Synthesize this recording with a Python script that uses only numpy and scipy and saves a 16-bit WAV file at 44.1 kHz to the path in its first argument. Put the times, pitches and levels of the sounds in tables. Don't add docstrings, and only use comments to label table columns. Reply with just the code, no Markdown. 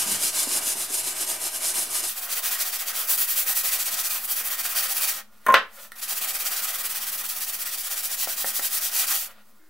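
import sys
import numpy as np
from scipy import signal
from scipy.fft import rfft, irfft, next_fast_len
from scipy.io import wavfile
from scipy.ndimage import uniform_filter1d, map_coordinates

SR = 44100
rng = np.random.default_rng(int(sys.argv[2]) if len(sys.argv) > 2 else 0)


def to_wav(s):
    ch = np.atleast_2d(s).T
    pcm = np.round(np.clip(ch, -1, 1) * 32767)
    wavfile.write(sys.argv[1], SR, pcm.astype(np.int16))


N = 427329

# double_pace_start_s, triple_pace_start_s
PACE_STARTS = (2.092, 9.595)
# turn_s, top_level_db, place_of_top (0-1)
STROKES = [(-0.07, -23.5, 0.49), (0.052, -25.5, 0.53), (0.184, -25.5, 0.5), (0.317, -25.5, 0.54),
           (0.471, -26, 0.53), (0.605, -26.5, 0.55), (0.752, -31, 0.5), (0.877, -28.5, 0.57),
           (1.029, -30.0, 0.43), (1.139, -30.5, 0.56), (1.261, -30.0, 0.3), (1.386, -30.5, 0.56),
           (1.506, -33, 0.59), (1.597, -26.5, 0.52), (1.735, -29.5, 0.37), (1.882, -27.0, 0.64),
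           (2.021, -29.5, 0.3), (2.14, -34.5, 0.67), (2.209, -36.0, 0.44), (2.274, -29, 0.71),
           (2.351, -32.5, 0.3), (2.416, -28.0, 0.58), (2.504, -30.5, 0.37), (2.577, -28.5, 0.58),
           (2.647, -32.5, 0.4), (2.715, -31, 0.52), (2.781, -33.5, 0.43), (2.85, -31, 0.59),
           (2.925, -32, 0.44), (3.067, -28.5, 0.42), (3.172, -29, 0.37), (3.267, -30, 0.53),
           (3.354, -29, 0.4), (3.451, -29.5, 0.56), (3.545, -28.5, 0.45), (3.629, -28, 0.49),
           (3.708, -27.0, 0.42), (3.78, -29.0, 0.52), (3.841, -29.0, 0.5), (3.905, -28.5, 0.54),
           (3.963, -29.5, 0.51), (4.028, -28.5, 0.5), (4.093, -30.5, 0.22), (4.214, -36.5, 0.74),
           (4.267, -31.5, 0.61), (4.354, -32, 0.35), (4.432, -34.5, 0.52), (4.5, -31.5, 0.45),
           (4.565, -32.5, 0.59), (4.624, -31.0, 0.5), (4.687, -33, 0.43), (4.743, -26.5, 0.54),
           (4.822, -30, 0.4), (4.879, -28.0, 0.55), (4.941, -28.5, 0.49), (5.002, -26.5, 0.53),
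           (5.068, -28, 0.43), (5.136, -34.5, 0), (5.956, -44, 0.8), (6.01, -35.5, 0.46),
           (6.074, -30, 0.52), (6.146, -31, 0.56), (6.206, -30.5, 0.53), (6.265, -29.5, 0.55),
           (6.326, -31.5, 0.53), (6.384, -31.5, 0.52), (6.439, -30, 0.49), (6.499, -31, 0.56),
           (6.556, -29, 0.46), (6.612, -32.0, 0.5), (6.667, -30.5, 0.48), (6.72, -33.5, 0.56),
           (6.775, -31.5, 0.53), (6.827, -33.0, 0.52), (6.886, -32.5, 0.49), (6.94, -31.5, 0.51),
           (6.998, -32.5, 0.54), (7.056, -32.5, 0.45), (7.112, -34.5, 0.48), (7.172, -33, 0.38),
           (7.23, -35, 0.5), (7.284, -32, 0.34), (7.342, -34.5, 0.54), (7.399, -32.5, 0.42),
           (7.46, -33, 0.53), (7.52, -33, 0.4), (7.584, -33, 0.49), (7.647, -32.5, 0.43),
           (7.706, -32.5, 0.5), (7.768, -33, 0.45), (7.83, -32.5, 0.54), (7.891, -31.5, 0.53),
           (7.954, -31, 0.49), (8.021, -31, 0.45), (8.091, -30.5, 0.5), (8.164, -29.5, 0.52),
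           (8.267, -32.0, 0.5), (8.359, -30.5, 0.54), (8.444, -30.5, 0.43), (8.525, -30.5, 0.56),
           (8.614, -29, 0.5), (8.692, -29, 0.56), (8.804, -28.5, 0.47), (8.903, -26, 0.57),
           (9.066, -27.5, 0.22)]
LIFTS = (5.225, 9.285)
# time_s, low_ring_over_strokes_db, treble_over_strokes_db
BLADE_COLOUR = [(0, -11.5, -7), (.7, -11.5, -4.5), (1.2, -9.5, -4.5), (2.08, -10.5, -2.5), (2.12, -8, 1),
                (2.95, -8, -0.5), (3.15, -10, 6), (3.55, -11, 3), (3.95, -8.5, -2), (4.3, -9, 6),
                (4.65, -5, 1), (5, -9.5, 2.5), (5.2, -6, -2), (6, -8, 0), (6.75, -7.5, 0.5), (7.3, -9.5, 2),
                (7.95, -11, -1.5), (8.5, -11.5, 1), (8.9, -12, 0), (9.1, -8.5, -0.5), (9.25, -17, 1)]
# pitch_hz, level_db (per Hz)
GRIT = [(24, -57), (40, -24), (54, -52.5), (98, -28.5), (219, -18.5), (379, -8), (452, -12.5), (625, -5.5),
        (1080, -8.5), (4180, -7), (4500, -6), (5230, -4.5), (9520, 4.5), (13500, -3), (15700, -13.5)]
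# pitch_hz, width_hz, level_db
PLATE = [(527, 37, 0.5), (775, 18, -10), (1284, 31, -4.5), (1895, 97, 0), (2472, 150, -2.5),
         (3170, 160, -7.5), (4630, 76, 2.5), (5820, 620, -6.5), (7000, 130, -2), (7860, 250, -7),
         (8270, 260, 0), (9410, 160, -6.5), (10240, 570, -1.5), (11500, 170, -5)]
# heard_pitch_hz, left_right_likeness (0-1)
LIKENESS_NATURAL = [(60, 0.85), (130, 0.59), (290, 0.85), (640, 0.9), (1410, 0.65), (3100, 0.66),
                    (6820, 0.96), (15000, 1)]
# heard_pitch_hz, left_right_likeness (0-1)
LIKENESS_FAST = [(60, 0.4), (130, 0.64), (290, 0.8), (640, 0.9), (1410, 0.94), (3100, 0.8), (6820, 0.69),
                 (15000, 0.88)]
# time_s, left_over_right_db
BALANCE = [(0.0, 0.0), (1.97, 0.0), (3.31, 0), (5.05, 0.0), (8.13, 0), (9.12, 0.5), (9.3, -0.5)]
# start_s, mode_level_db, deep_part_db, bright_part_db, tick_level_db
KNOCKS = [(.061, -48, 21, 0, -48), (.085, -46, 16, -6, -50), (.115, -49, 18, -8, -51),
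          (.414, -48, -8, 2, -47), (.471, -41, -5, 0, -52), (.67, -46, -8, -4, -47.5),
          (.754, -39.5, 2, -2, -50), (.903, -46, -12, -4, -50), (1.227, -48, -7, -7, -47),
          (5.919, -59, -8, 25, -32), (5.964, -66, -6, 14, -41), (8.202, -66, -4, 10, -31),
          (8.273, -38, -1, 4, -36), (8.444, -33.5, 0, 7, -35), (8.594, -31, -2, 4.5, -38),
          (9.309, -61, -6, 6, -50)]
# pitch_hz, level_db, t60_s
BENCH_MODES = [(104, -8, 0.14), (196, -7, 0.097), (283, -1, 0.052), (345, 2, .04), (385, -1, 0.058),
               (676, -3, 0.045), (924, 0, .036), (1010, -8, .04), (1275, -14, .03)]
# time_s, scrape_db, hiss_db
SHIFTING = [
    [(5.2, -67, -68), (5.28, -74, -76), (5.34, -63, -68), (5.4, -64, -69), (5.44, -62.5, -65.5),
     (5.463, -55, -55.5)],
    [(5.62, -70, -71), (5.7, -62, -70), (5.74, -57, -54), (5.79, -48, -52.5), (5.82, -54, -47.5),
     (5.855, -49, -50), (5.9, -78, -67), (5.95, -70, -60)],
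    [(9.24, -62, -61), (9.29, -51, -65), (9.31, -51.5, -55.5), (9.345, -65, -71), (9.41, -58, -70.5),
     (9.45, -71, -70.5), (9.49, -67.5, -66), (9.53, -68, -71.5), (9.69, -78, -75)],
]
# pitch_hz, level_db (per Hz)
SCRAPE_COLOUR = [(300, -37), (560, 0.5), (900, -7.5), (1380, 3), (1550, -6), (1830, -2), (2300, -5.5),
                 (4500, -12), (8000, -38)]
# start_s, ring_db, damping (1 = free), clap_db, contact_edge_hz, crack_db
BLOWS = [(5.465, -43, 3, -24.5, 2900, -26), (5.468, -33, 2.6, -23, 2830, -41),
         (5.4842, -24.5, 1.4, -29, 2920, -31.5), (5.489, -26.5, 1.8, -36, 2900, -39.5),
         (5.501, -28.5, 2.5, -26, 2920, -34.5), (5.523, -28, 2, -34, 2900, -30),
         (5.539, -22.5, 2.6, -25.5, 4000, -30.5), (5.5413, -19.5, 2.6, -4, 9000, -20)]
# pitch_hz, level_db, t60_s (when free)
BLADE_MODES = [(226, -11.5, .1), (548, -5, 0.15), (640, -1.5, 0.15), (703, -5, 0.15), (990, -8.5, 0.056),
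               (1054, 6.5, 0.2), (1385, -4, 0.1), (1750, -6.5, .08), (1630, -6, 0.072), (1950, -10, .08),
               (6340, -18.5, 0.16)]
# pitch_hz, level_db (per Hz)
CLAP_COLOUR = [(120, -40.5), (200, -36.5), (580, -9), (850, -12), (1100, -3), (1600, 0.5), (2500, -7.5),
               (3500, -11), (7000, -31), (15700, -41)]
# time_s, level_db
CHATTER = [(5.464, -32), (5.482, -37), (5.49, -25.5), (5.511, -25.5), (5.518, -40), (5.527, -32),
           (5.538, -37)]
# pitch_hz, level_db (per Hz)
AIR_COLOUR = [(12, -18), (20, 12.5), (33, -22), (74, -24), (130, -24.5), (181, -19.5), (214, -3),
              (239, -12), (364, -21.5), (1240, -15), (1510, -28), (4480, -28), (15700, -32.5)]
# time_s, level_db
RUMBLE = [(0, -70), (.4, -76), (1.1, -69), (2, -67), (5.8, -69), (6.2, -65), (8.6, -65), (9.3, -68),
          (9.45, -78.5), (9.69, -80.5)]
# pitch_hz, level_db
HUM = (105, -67.5)
# pitch_hz, t60_s
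SHOP_DECAY = [(200, .28), (1000, 0.23), (4000, 0.22), (12000, 0.15)]

BODY_FOLLOWS, SHEEN_FOLLOWS = 0.37, 0.5
TURN_DB, TURN_DB_PER_S = -6, -43
GRAZE_SHEEN_DB = 1.5
AIR_DB = -63
WHINE_HZ, WHINE_DB = 712, -71.5
TOP_HZ, OFFSET = 15760, -0.0031

T = np.arange(N) / SR
PACE = 1 + (T > PACE_STARTS[0]) + (T > PACE_STARTS[1])


def amp(db):
    return 10 ** (np.asarray(db) / 20)


def unit(x):
    return x / np.sqrt(np.mean(x ** 2) + 1e-20)


def along(points, hz):
    pitch, value = np.transpose(points)
    return np.interp(np.log(hz + 1), np.log(pitch + 1), value)


def curve(rows):
    return np.interp(T, *np.transpose(rows))


def wobble(rate):
    knots = rng.standard_normal(int(N * rate / SR) + 4)
    return map_coordinates(knots, [T * rate])


def filtered(x, response):
    m = next_fast_len(N + SR // 2)
    return irfft(rfft(x, m) * response(np.fft.rfftfreq(m, 1 / SR)), m)[..., :N]


def below(hz, edge_hz):
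    return 1 / (1 + (hz / edge_hz) ** 6)


def paced(pair, colour, band):
    takes = []
    for pace in range(1, 4):
        likeness = LIKENESS_NATURAL if pace == 1 else LIKENESS_FAST

        def mid_side(hz):
            turn = np.arccos(np.clip(along(likeness, hz), 0, 1)) / 2
            return colour(hz / pace) * band(hz) * np.array([np.cos(turn), np.sin(turn)])

        mid, side = filtered(pair, mid_side)
        takes.append(unit(np.array([mid + side, mid - side])))
    return np.choose(PACE - 1, takes)


def ring(modes, damping, spread_db):
    t = np.arange(SR // 2) / SR
    total = 0
    for hz, db, t60 in modes:
        level_db = db + rng.normal(0, spread_db) - 60 * t * damping / t60
        total = total + amp(level_db) * np.sin(2 * np.pi * hz * t)
    return total


def moved(column):
    level = 0
    for rows in SHIFTING:
        inside = (T > rows[0][0]) * (T < rows[-1][0])
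        level = level + amp(curve(np.array(rows)[:, [0, column]])) * inside
    return uniform_filter1d(level, size=400)


def hand():
    start, top_db, place = np.transpose(STROKES)
    ends = np.array([min(e for e in [*start, *LIFTS] if e > s) for s in start])
    usual_db = uniform_filter1d(top_db, size=3)
    extra_db = top_db - usual_db
    k = np.searchsorted(start, T, "right") - 1
    u = np.clip((T - start[k]) / (ends[k] - start[k]), 0, 1)
    bend = np.log(0.5) / np.log(np.clip(place[k], 0.1, 0.9))
    speed = np.abs(np.sin(np.pi * u ** bend)) ** 1.07

    natural_length = (ends - start) * PACE[np.round(ends * SR).astype(int)]
    turn_db = (top_db[1:] + top_db[:-1]) / 2 + TURN_DB
    turn_db = turn_db + TURN_DB_PER_S * np.minimum(natural_length[1:], 0.25)
    rest = amp(np.interp(T, start[1:], turn_db) - top_db[k])
    rest *= np.where(np.isin(ends, LIFTS)[k], 1 - u, 1)
    swell = rest + (1 - rest) * speed

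    at, body_db, sheen_db = np.transpose(BLADE_COLOUR)
    body_db = np.interp(T, at, body_db) + (usual_db + BODY_FOLLOWS * extra_db)[k]
    sheen_db = np.interp(T, at, sheen_db) + (usual_db + SHEEN_FOLLOWS * extra_db)[k]
    hiss = amp(top_db[k]) * swell
    body = amp(body_db) * swell ** 0.42
    sheen = amp(sheen_db) * swell
    graze = moved(column=2)
    return (uniform_filter1d(hiss, size=200) + graze,
            uniform_filter1d(body, size=700),
            uniform_filter1d(sheen, size=200) + amp(GRAZE_SHEEN_DB) * graze)


def patchy(pair, depth_db):
    z = signal.stft(pair, nperseg=512)[2]
    field = uniform_filter1d(rng.standard_normal(z.shape[1:]), size=3, axis=0)
    field = uniform_filter1d(field, size=14, axis=1)
    return signal.istft(z * amp(depth_db * unit(field)), nperseg=512)[1][:, :N]


def plate(hz):
    peaks = sum(amp(db) / (1 + ((2 * hz - centre) / width * 2) ** 2) for centre, width, db in PLATE)
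    return amp(along(GRIT, hz)) * (1 + 0.93 * peaks)


def sanding():
    hiss, body, sheen = hand()
    roughness = amp(0.94 * wobble(900) + 1.07 * wobble(60))
    bites = patchy(rng.standard_normal((2, N)), depth_db=1.25) * roughness

    def treble(hz):
        tilt = amp(-4 * np.log2(hz / 11000 + 0.0012))
        return (1 - below(hz, 11470)) * (hz < TOP_HZ) * tilt

    low = paced(bites, plate, lambda hz: below(hz, 2955))
    middle = paced(bites, plate, lambda hz: below(hz, 10200) - below(hz, 2815))
    high = paced(bites, plate, treble)
    shake = unit(filtered(bites[0], lambda hz: (below(hz, 440) - below(hz, 125)) / plate(hz)))
    bench = amp(-27 - 2.9 * T + 3.3 * wobble(10.3)) * (PACE == 1) * shake
    rub = body * amp(1.25 * wobble(25)) * (low + bench) + hiss * middle + sheen * high
    return rub * amp(np.outer([0.5, -0.5], curve(BALANCE)))


def room_tone():
    air = paced(rng.standard_normal((2, N)), lambda hz: amp(along(AIR_COLOUR, 2 * hz)),
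                lambda hz: 1 - below(hz, 70))
    rumble = unit(filtered(rng.standard_normal((2, N)), lambda hz: below(hz, 55) * (1 - below(hz, 17))))
    hum_hz, hum_db = HUM
    hum_pitch = hum_hz * PACE * (1 + 0.012 * wobble(29))
    hum = amp(hum_db + 1.6 * wobble(14)) * np.sin(2 * np.pi * np.cumsum(hum_pitch) / SR)
    whine_pitch = WHINE_HZ * PACE * (1 + 0.0015 * wobble(26))
    whine = amp(WHINE_DB + 3 * wobble(12)) * np.sin(2 * np.pi * np.cumsum(whine_pitch) / SR)
    return amp(AIR_DB) * air + amp(curve(RUMBLE)) * rumble + hum + whine


def shop(x):
    hz, t, z = signal.stft(rng.standard_normal((2, SR // 2)), SR, nperseg=256)
    z[1] *= amp(-2.5) * (1 - 0.94 * below(hz, 1600))[:, None]
    decay = amp(-60 * t / along(SHOP_DECAY, hz)[:, None])
    mid, side = signal.istft(z * decay, SR, nperseg=256)[1]
    tail = np.array([mid + side, mid - side]) / np.linalg.norm(mid)
    delayed = np.pad(x, (60, 0))
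    return signal.fftconvolve(delayed[None], tail, axes=1)[:, :N]


def knocks():
    out, t = np.zeros(N + SR), np.arange(SR // 2) / SR
    for start, db, deep_db, bright_db, tick_db in KNOCKS:
        pace = PACE[round(start * SR)]
        modes = []
        for natural_hz, level, t60 in BENCH_MODES:
            hz = natural_hz * pace
            modes.append((hz, level + deep_db * (hz < 260) + bright_db * (hz > 1000), t60))
        wood = amp(db) * ring(modes, pace, spread_db=5) * (1 - np.exp(-t / 0.00058))
        tick = amp(tick_db - 60 * t / 0.012) * rng.standard_normal(len(t))
        out[round(start * SR):][:len(t)] += wood + tick
    return out[:N]


def shifting():
    scrape = unit(filtered(rng.standard_normal(N), lambda hz: amp(along(SCRAPE_COLOUR, hz))))
    return moved(column=1) * amp(2.2 * wobble(30)) * scrape


def blade():
    out, t = np.zeros(N + SR), np.arange(SR // 2) / SR

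    def on_wood(noise, contact_hz):
        return filtered(noise, lambda hz: amp(along(CLAP_COLOUR, hz)) * below(hz, contact_hz))

    for start, ring_db, damping, clap_db, contact_hz, crack_db in BLOWS:
        slap = unit(on_wood(rng.standard_normal(len(t)), contact_hz)[:len(t)])
        fall = amp(-60 * t / 0.011) + 0.5 * amp(-60 * t / 0.13)
        clap = amp(clap_db) * slap * fall * (1 - np.exp(-t / 0.00021))
        crack = amp(crack_db - 60 * t / 0.017) * np.diff(rng.standard_normal(len(t) + 1))
        steel = ring(BLADE_MODES, max(damping, 1), spread_db=4) * (1 - np.exp(-t / 0.0004))
        out[round(start * SR):][:len(t)] += amp(ring_db) * steel + clap + crack

    drag = amp(curve(CHATTER)) * (T > CHATTER[0][0]) * (T < CHATTER[-1][0])
    rattle = signal.fftconvolve(rng.standard_normal(N), ring(BLADE_MODES, 2, spread_db=1))[:N]
    wood = on_wood(rng.standard_normal(N), 3300)
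    return out[:N] + drag * (unit(rattle) + amp(-5) * unit(wood))


def scene():
    rub = sanding()

    def small_source(hz):
        return (-hz ** 2 / (170 ** 2 - hz ** 2 + 200j * hz)) ** 2

    hits = filtered(knocks() + shifting() + blade(), small_source)
    answer = amp(-11) * shop(rub.mean(axis=0)) + amp(-5.5) * shop(hits)
    return rub + hits + answer + room_tone()


def record(dry):
    soft = dry / (1 + np.abs(dry) ** 6) ** (1 / 6)
    return filtered(soft, lambda hz: hz < TOP_HZ) + OFFSET


dry = scene()
out = record(dry)
to_wav(out)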